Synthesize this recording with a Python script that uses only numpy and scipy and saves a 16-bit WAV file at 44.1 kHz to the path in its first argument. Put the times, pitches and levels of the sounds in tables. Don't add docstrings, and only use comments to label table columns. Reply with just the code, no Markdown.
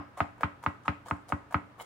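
import sys
import numpy as np
from scipy import signal
from scipy.fft import rfft, irfft, next_fast_len
from scipy.io import wavfile
from scipy.ndimage import map_coordinates

SR = 44100
rng = np.random.default_rng(int(sys.argv[2]) if len(sys.argv) > 2 else 0)


def wrap_up_sound(samples):
    columns = np.atleast_2d(samples).T
    tamed = np.clip(columns, -1, 1)
    steps = np.round(tamed * 32767).astype(np.int16)
    wavfile.write(sys.argv[1], SR, steps)


def voltage_ratio(level):
    return 10 ** (np.asarray(level, float) / 20)


N = 81585
LEAD = 4410


def unit(x):
    return x / np.sqrt(np.mean(x ** 2) + 1e-20)


def along(points, hz):
    f, v = np.transpose(points)
    return np.interp(np.log(hz + 1), np.log(f + 1), v)


def filtered(x, response):
    m = next_fast_len(x.shape[-1] + 8192)
    return irfft(rfft(x, m) * response(np.fft.rfftfreq(m, 1 / SR)), m)[..., :x.shape[-1]]


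def shut(points):
    return lambda hz: voltage_ratio(along(points, hz)) * (hz > points[0][0] / 2)


def peaks(table):
    return lambda f: sum(voltage_ratio(db) * 1j * f * w / (c * c - f * f + 1j * f * w) for c, w, db in table)


def ports(x):
    return np.array([x, np.roll(x, 14)])


def add(track, s, sound):
    part = track[:, LEAD + round(s * SR):][:, :sound.shape[1]]
    part += sound[:, :part.shape[1]]


def ring(hz, t60, t, rise):
    t = np.maximum(t, 0)
    return -np.sin(2 * np.pi * hz * t) * voltage_ratio(-60 * t / t60) * (1 - np.exp(-t / rise))


def blow(modes, weight_db, scatter_db, count=SR // 10):
    t, luck = np.arange(count) / SR, rng.standard_normal((len(modes), 2))
    out = 0
    for (hz, left, right, t60, sign), (level_luck, pitch_luck) in zip(modes, luck):
        level_db = np.array([[left], [right]]) + weight_db(hz) + scatter_db * level_luck
        out = out + sign * voltage_ratio(level_db) * ring(hz * (1 + .005 * pitch_luck), t60, t, .0005)
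    return out


# (frequency [Hz], level per Hz [dB])
AIR_SPECTRUM = [(18, -52), (30, 4), (106, -8), (239, -8.5), (486, -14), (1250, -11), (3400, -30.5),
                (5500, -38.5), (16000, -48.5)]
# (frequency [Hz], correlation [1])
PORT_COHERENCE = [(60, 0.46), (300, 1), (1000, 0.043), (4000, 0.035)]
# (frequency [Hz], rms level [dB])
APPLIANCE_HUM = [(118, -63.5)]


def air():
    def shape(hz):
        angle = np.arccos(np.clip(along(PORT_COHERENCE, hz), -1, 1)) / 2
        return voltage_ratio(along(AIR_SPECTRUM, hz)) * [np.cos(angle), np.sin(angle)]

    mid, side = filtered(rng.standard_normal((2, N)), shape)
    sway = map_coordinates(rng.standard_normal(40), [np.arange(N) * 12 / SR])
    hum = 0
    for hz, db in APPLIANCE_HUM:
        phase = 2 * np.pi * hz * np.arange(N) / SR + 0.76 * sway[::-1]
        hum = hum + voltage_ratio(db + 2.5 + 2 * sway) * np.sin(phase)
    return voltage_ratio(-55.5) * unit(np.array([mid + side, mid - side])) + hum


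# (frequency [Hz], t60 [s])
ROOM_T60 = [(100, 0.6), (400, 0.19), (1100, 0.27), (3000, 0.34), (8000, 0.38), (15000, 0.27)]
# (frequency [Hz], level [dB])
ROOM_COLOUR = [(100, -29), (400, 12), (1100, -1), (3000, -2.5), (8000, 2), (15000, -9.5)]


def room(x):
    edges = [0] + [LEAD + round(row[0] * SR) for row in CLOVE_CUTS] + [x.shape[1]]
    share = .75
    gap_s = .003
    out = np.zeros((2, x.shape[1] + SR))
    same = rng.standard_normal((2, SR // 2))
    for a, b in zip(edges, edges[1:]):
        noise = np.sqrt(share) * same + np.sqrt(1 - share) * rng.standard_normal(same.shape)
        hz, t, z = signal.stft(noise, SR, nperseg=256)
        decay = voltage_ratio(-60 * t / along(ROOM_T60, hz)[:, None])
        tail = signal.istft(z * decay, SR, nperseg=256)[1]
        tail = filtered(tail / np.linalg.norm(tail[0]), lambda f: voltage_ratio(along(ROOM_COLOUR, f)))
        add(out, (a - LEAD) / SR + gap_s, signal.fftconvolve(x[:, a:b], tail, axes=1))
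    return out[:, :x.shape[1]]


# (time [s], frequency [Hz], level [dB], t60 [s])
BLADE_SINGING = [(-.02, 5080, -73, .45), (.22, 5150, -69, .12)]


def sing():
    out, t = np.zeros((2, N + LEAD)), np.arange(SR // 3) / SR
    for s, hz, db, t60 in BLADE_SINGING:
        tone = unit(filtered(rng.standard_normal((2, len(t))), peaks([(hz, 130, 0)])))
        add(out, s, voltage_ratio(db - 60 * t / t60) * tone)
    return out


# (centre [Hz], width [Hz], level [dB])
FREE_BLADE = [(2130, 208, 6), (2940, 420, 3), (3760, 150, -5)]
# (time [s], length [s], level [dB])
BLADE_SCRAPES = [(1.797, 0.011, -49.5)]


def scrape():
    out, t = np.zeros((2, N + LEAD)), np.arange(SR // 8) / SR
    for s, length, db in BLADE_SCRAPES:
        shake = np.clip(t / 0.0024, 0, 1) * np.exp(-np.maximum(t - length, 0) / .012)
        noise = rng.standard_normal((3, len(t)))
        rub = ports(noise[2]) + .5 * noise[:2]
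        hum = filtered(filtered(rub, peaks(FREE_BLADE)), peaks(FREE_BLADE))
        add(out, s, voltage_ratio(db) * shake * unit(hum))
    return out


# (frequency [Hz], level per Hz [dB])
JUICE_SPECTRUM = [(1470, 0), (2500, -9.5), (2720, -26), (3040, -2), (4210, -4.5), (8800, -6.5),
                  (10400, -10), (16000, -8.5)]
# (centre [Hz], width [Hz], level [dB])
BLADE_MODES = [(7300, 410, 3), (9180, 300, 9)]


def juicy(fizz_db):
    def response(f):
        tilt = voltage_ratio(fizz_db * np.log2(np.maximum(f / 8000, 1)))
        return shut(JUICE_SPECTRUM)(f) * (1 + voltage_ratio(-3) * peaks(BLADE_MODES)(f)) * tilt
    return response


# (frequency [Hz], level [dB])
SOFT_MODES = [(600, 2), (670, -0.5), (730, 2.5), (830, -2.5), (930, 3.5), (1070, 2.5), (1160, 7),
              (1250, 1.5), (1430, 5), (1590, 5.5), (1930, 5), (2130, 0.5), (2500, -8), (2800, -3)]


def soft(centre_hz):
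    damped = [(hz, db + (-1) ** k, db - (-1) ** k, .022, 1) for k, (hz, db) in enumerate(SOFT_MODES)]

    def weight_db(hz):
        near = -6 * (np.log2(hz / centre_hz) / .22) ** 2
        return max(near, -14 - 7 * abs(np.log2(hz / 1200)))

    sound = filtered(blow(damped, weight_db, 2), lambda f: (1j * f / (520 + 1j * f)) ** 2)
    return sound / np.abs(sound.mean(0)).max()


# (start [s], length [s], hiss level [dB], push level [dB], push centre [Hz])
CLOVE_CUTS = [
    (0.165, 0.028, -57, -43.5, 970),
    (0.401, 0.022, -59, -43, 710),
    (0.617, 0.035, -62, -53, 990),
    (0.842, 0.042, -63.5, -49, 1020),
    (1.049, 0.032, -59.5, -51, 940),
    (1.274, 0.038, -60.5, -54.5, 760),
    (1.503, 0.031, -63, -51.5, 820),
    (1.773, 0.044, -65, -53.5, 1020),
]
CUT_FIZZ = [-4, 0.5, -1, -14, -5, -6, 1, 4]
# (time [s], board peak level [dB], centre [Hz], tick level [dB])
FIBRE_SNAPS = [(0.1753, -37.5, 736, -49.5), (0.1823, -40, 950, -57), (0.1945, -45, 1100, -55),
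               (0.381, -47, 900, -67), (0.6285, -42.5, 940, -59), (0.855, -42, 1090, -60),
               (1.0875, -40, 1260, -51), (1.0975, -45, 1090, -54), (1.2845, -66, 700, -53),
               (0.4088, -28, 705, -50.5), (.638, -29.5, 930, -47), (0.835, -65, 890, -62),
               (0.8581, -34, 1060, -54), (1.0617, -41, 700, -64), (1.0676, -41, 700, -55),
               (1.084, -35.5, 1070, -46.5), (1.1007, -68, 905, -52), (1.103, -39, 615, -53),
               (1.168, -58, 905, -65), (1.2904, -44, 820, -44.5), (1.301, -35, 625, -53),
               (1.5093, -40.5, 714, -59.5), (1.66, -64, 940, -76), (1.5247, -31, 926, -49),
               (1.5355, -61, 720, -58), (1.782, -49, 750, -65), (1.7925, -45.5, 700, -56),
               (1.7985, -34.5, 900, -52), (1.809, -36, 710, -48.5), (1.813, -43, 1090, -46),
               (1.8175, -52, 940, -45.5), (1.823, -68, 990, -46)]


def press_through():
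    out, t = np.zeros((2, N + LEAD)), np.arange(SR // 8) / SR
    for (s, length, hiss_db, push_db, centre_hz), fizz_db in zip(CLOVE_CUTS, CUT_FIZZ):
        burst = rng.random(len(t)) < 2500 / SR
        size, noise = rng.exponential(1, len(t)), rng.standard_normal((4, len(t)))
        grains = unit(burst * voltage_ratio(3.1 * size) * np.sign(noise[3]))
        press = np.clip(t / (0.37 * length), 0, 1) ** 2 * np.exp(-np.maximum(t - length, 0) / .012)
        hiss = unit(filtered(ports(grains) + 0.95 * noise[:2], juicy(fizz_db)))
        force = (grains + noise[2])[None]
        push = unit(signal.fftconvolve(force, soft(centre_hz), axes=1)[:, :len(t)])
        add(out, s, press * (voltage_ratio(hiss_db) * hiss + voltage_ratio(push_db) * push))
    return out


def snap_fibres():
    out, k = np.zeros((2, N + LEAD)), np.arange(600)
    for s, db, centre_hz, tick_db in FIBRE_SNAPS:
        add(out, s, voltage_ratio(db) * soft(centre_hz))
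        fizz_db = CUT_FIZZ[np.argmin([abs(s - row[0]) for row in CLOVE_CUTS])]
        noise = ports(rng.standard_normal(600)) + 3.9 * rng.standard_normal((2, 600))
        tick = unit(filtered(noise, juicy(fizz_db)))
        add(out, s, voltage_ratio(tick_db - 60 * k / SR / 0.029) * np.minimum(k / 30, 1) * tick)
    return out


# (frequency [Hz], level [dB], t60 [s], left minus right [dB], polarity [1])
COUNTER_MODES = [(73, -21, 0.087, 4.5, -0.6), (92.5, -45, 0.48, 1, 0.64), (99.5, -20.5, 0.063, 3, 0.7),
                 (157.6, -37.5, 0.098, -8, -0.73), (181.5, -33.5, 0.13, 3.5, -1.07),
                 (235.3, -28.5, 0.11, 9, -0.36)]
# (frequency [Hz], level [dB], t60 [s])
CUPBOARD_AIR = [(187, -54, 0.3), (290.35, -46, 0.62), (384, -50, .12)]


def boom():
    out, t = np.zeros((2, N + LEAD)), np.arange(SR // 2) / SR
    late, door_late = t - .0084, t - .0012
    cabinet = -voltage_ratio(-34.5) * ring(293.6, 0.18, door_late, .0005)
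    for hz, db, t60, pan, sign in COUNTER_MODES:
        cabinet = cabinet + sign * voltage_ratio(db + np.array([[pan], [-pan]]) / 2) * ring(hz, t60, late, .0005)
    for hz, db, t60 in CUPBOARD_AIR:
        cabinet = cabinet - voltage_ratio(db) * ring(hz, t60, door_late, 0.0031)
    for s, _, thud_db, _, _ in BLADE_BLOWS:
        add(out, s, voltage_ratio(thud_db) * cabinet)
    return out


# (time [s], strength [dB], counter thud [dB], bending [dB], crack brightness [dB])
BLADE_BLOWS = [
    (-.0295, -3, 0.5, -10, 10),
    (0.2044, -1.06, 0, -0.6, 14),
    (0.4332, -0.8, 1, -28, 14.5),
    (0.663, -0.5, -0.3, -30, 10.5),
    (0.8805, -0.26, 2, -36, 14),
    (1.11078, -3, -0.6, -10.5, 2),
    (1.3226, -3, 1.6, -10, 7),
    (1.544, 0.05, 3, -19, 9.5),
]
# (frequency [Hz], left [dB], right [dB], t60 [s], polarity [1])
LOCAL_MODES = [(728, -21, -45, .009, -1), (896, -17, -33, .021, 1), (1042, -14, -9.5, .009, 1),
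               (1151, -40, -21, .02, -1), (1228, -7, -8, .014, 1), (1301, -6, -14, .009, -1),
               (1531, -24, -26, .022, 1), (2146, -18, -16, .006, -1), (2511, -19, -28, .006, -1),
               (3300, -32, -32, .003, 1), (4200, -37, -37, .003, 1)]
# (frequency [Hz], left [dB], right [dB], t60 [s], polarity [1])
BOARD_MODES = [(566, -34, -41.5, 0.063, -0.93), (613, -38, -30, 0.12, -0.014),
               (834, -38.5, -65, 0.013, -0.54), (877, -30.5, -29.5, 0.026, -2.44),
               (1073, -26, -22, 0.02, 0.86), (1251, -18.5, -18.5, 0.049, 0.57),
               (1465, -43, -19, 0.045, 0.72), (1744, -37, -74, 0.22, -0.16), (2060, -59, -47, 0.073, 0.92),
               (3260, -43, -54, 0.048, 0.21)]
# (frequency [Hz], left [dB], right [dB], t60 [s], polarity [1])
BENDING_MODES = [(673, -19, -19, .03, -1), (830, -19, -28, .043, 1)]
# (frequency [Hz], left [dB], right [dB], t60 [s], polarity [1])
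LASTING_MODES = [(956, -40.5, -45.5, 0.1, 0.99), (1045, -37, -36.5, 0.15, -1.07),
                 (1097, -42, -44, 0.14, 0.98), (1245, -37, -34.5, 0.06, -1.12),
                 (1479, -67.5, -44, 0.3, 0.028), (1620, -53.5, -64.5, 0.39, -0.23),
                 (1615, -39, -52, 0.16, 1), (1936, -41.5, -57, 0.17, -0.94), (2054, -59, -69, 0.11, 1),
                 (2653, -71, -53, 0.2, -0.44)]
# (frequency [Hz], level [dB])
CRACK_SPECTRUM = [(500, -48), (2000, 5.5), (4000, -17.5), (6000, -31.5), (10000, -40.5), (16000, -43)]


def knock():
    out, t = np.zeros((2, N + LEAD)), np.arange(4000) / SR
    for s, db, _, bend_db, bright_db in BLADE_BLOWS:
        sound = blow(LOCAL_MODES, lambda hz: 0, .8) + blow(BOARD_MODES, lambda hz: 0, 1.6)
        sound = sound + blow(BENDING_MODES, lambda hz: bend_db, .8)
        add(out, s, voltage_ratio(db) * sound)
        add(out, s, voltage_ratio(db) * blow(LASTING_MODES, lambda hz: 0, 1.6, count=SR // 4))
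        add(out, s + 0.009, voltage_ratio(db - 26) * sound)
        crack = unit(filtered(rng.standard_normal((2, 4000)), shut(CRACK_SPECTRUM)))
        add(out, s, voltage_ratio(db - 45 + bright_db - 60 * t / 0.073) * crack)
    return out


def scene():
    board, counter = knock(), boom()
    cut = press_through() + snap_fibres() + scrape() + sing()
    wet = room(voltage_ratio(-9) * (board + voltage_ratio(-3) * counter) + voltage_ratio(-6.5) * cut)
    return (board + counter + cut + wet)[:, LEAD:] + air()


def top_cut(x):
    return signal.sosfilt(signal.butter(12, 16420, fs=SR, output="sos"), x)


def record(dry):
    peak_limit, knee = .42, 3
    rounded = dry / (1 + np.abs(dry / peak_limit) ** knee) ** (1 / knee)
    heard = filtered(rounded, lambda hz: (hz < 16000) * hz ** 4 / (hz ** 4 + 56.3 ** 4))
    return top_cut(heard)


dry = scene()
out = record(dry)
wrap_up_sound(out)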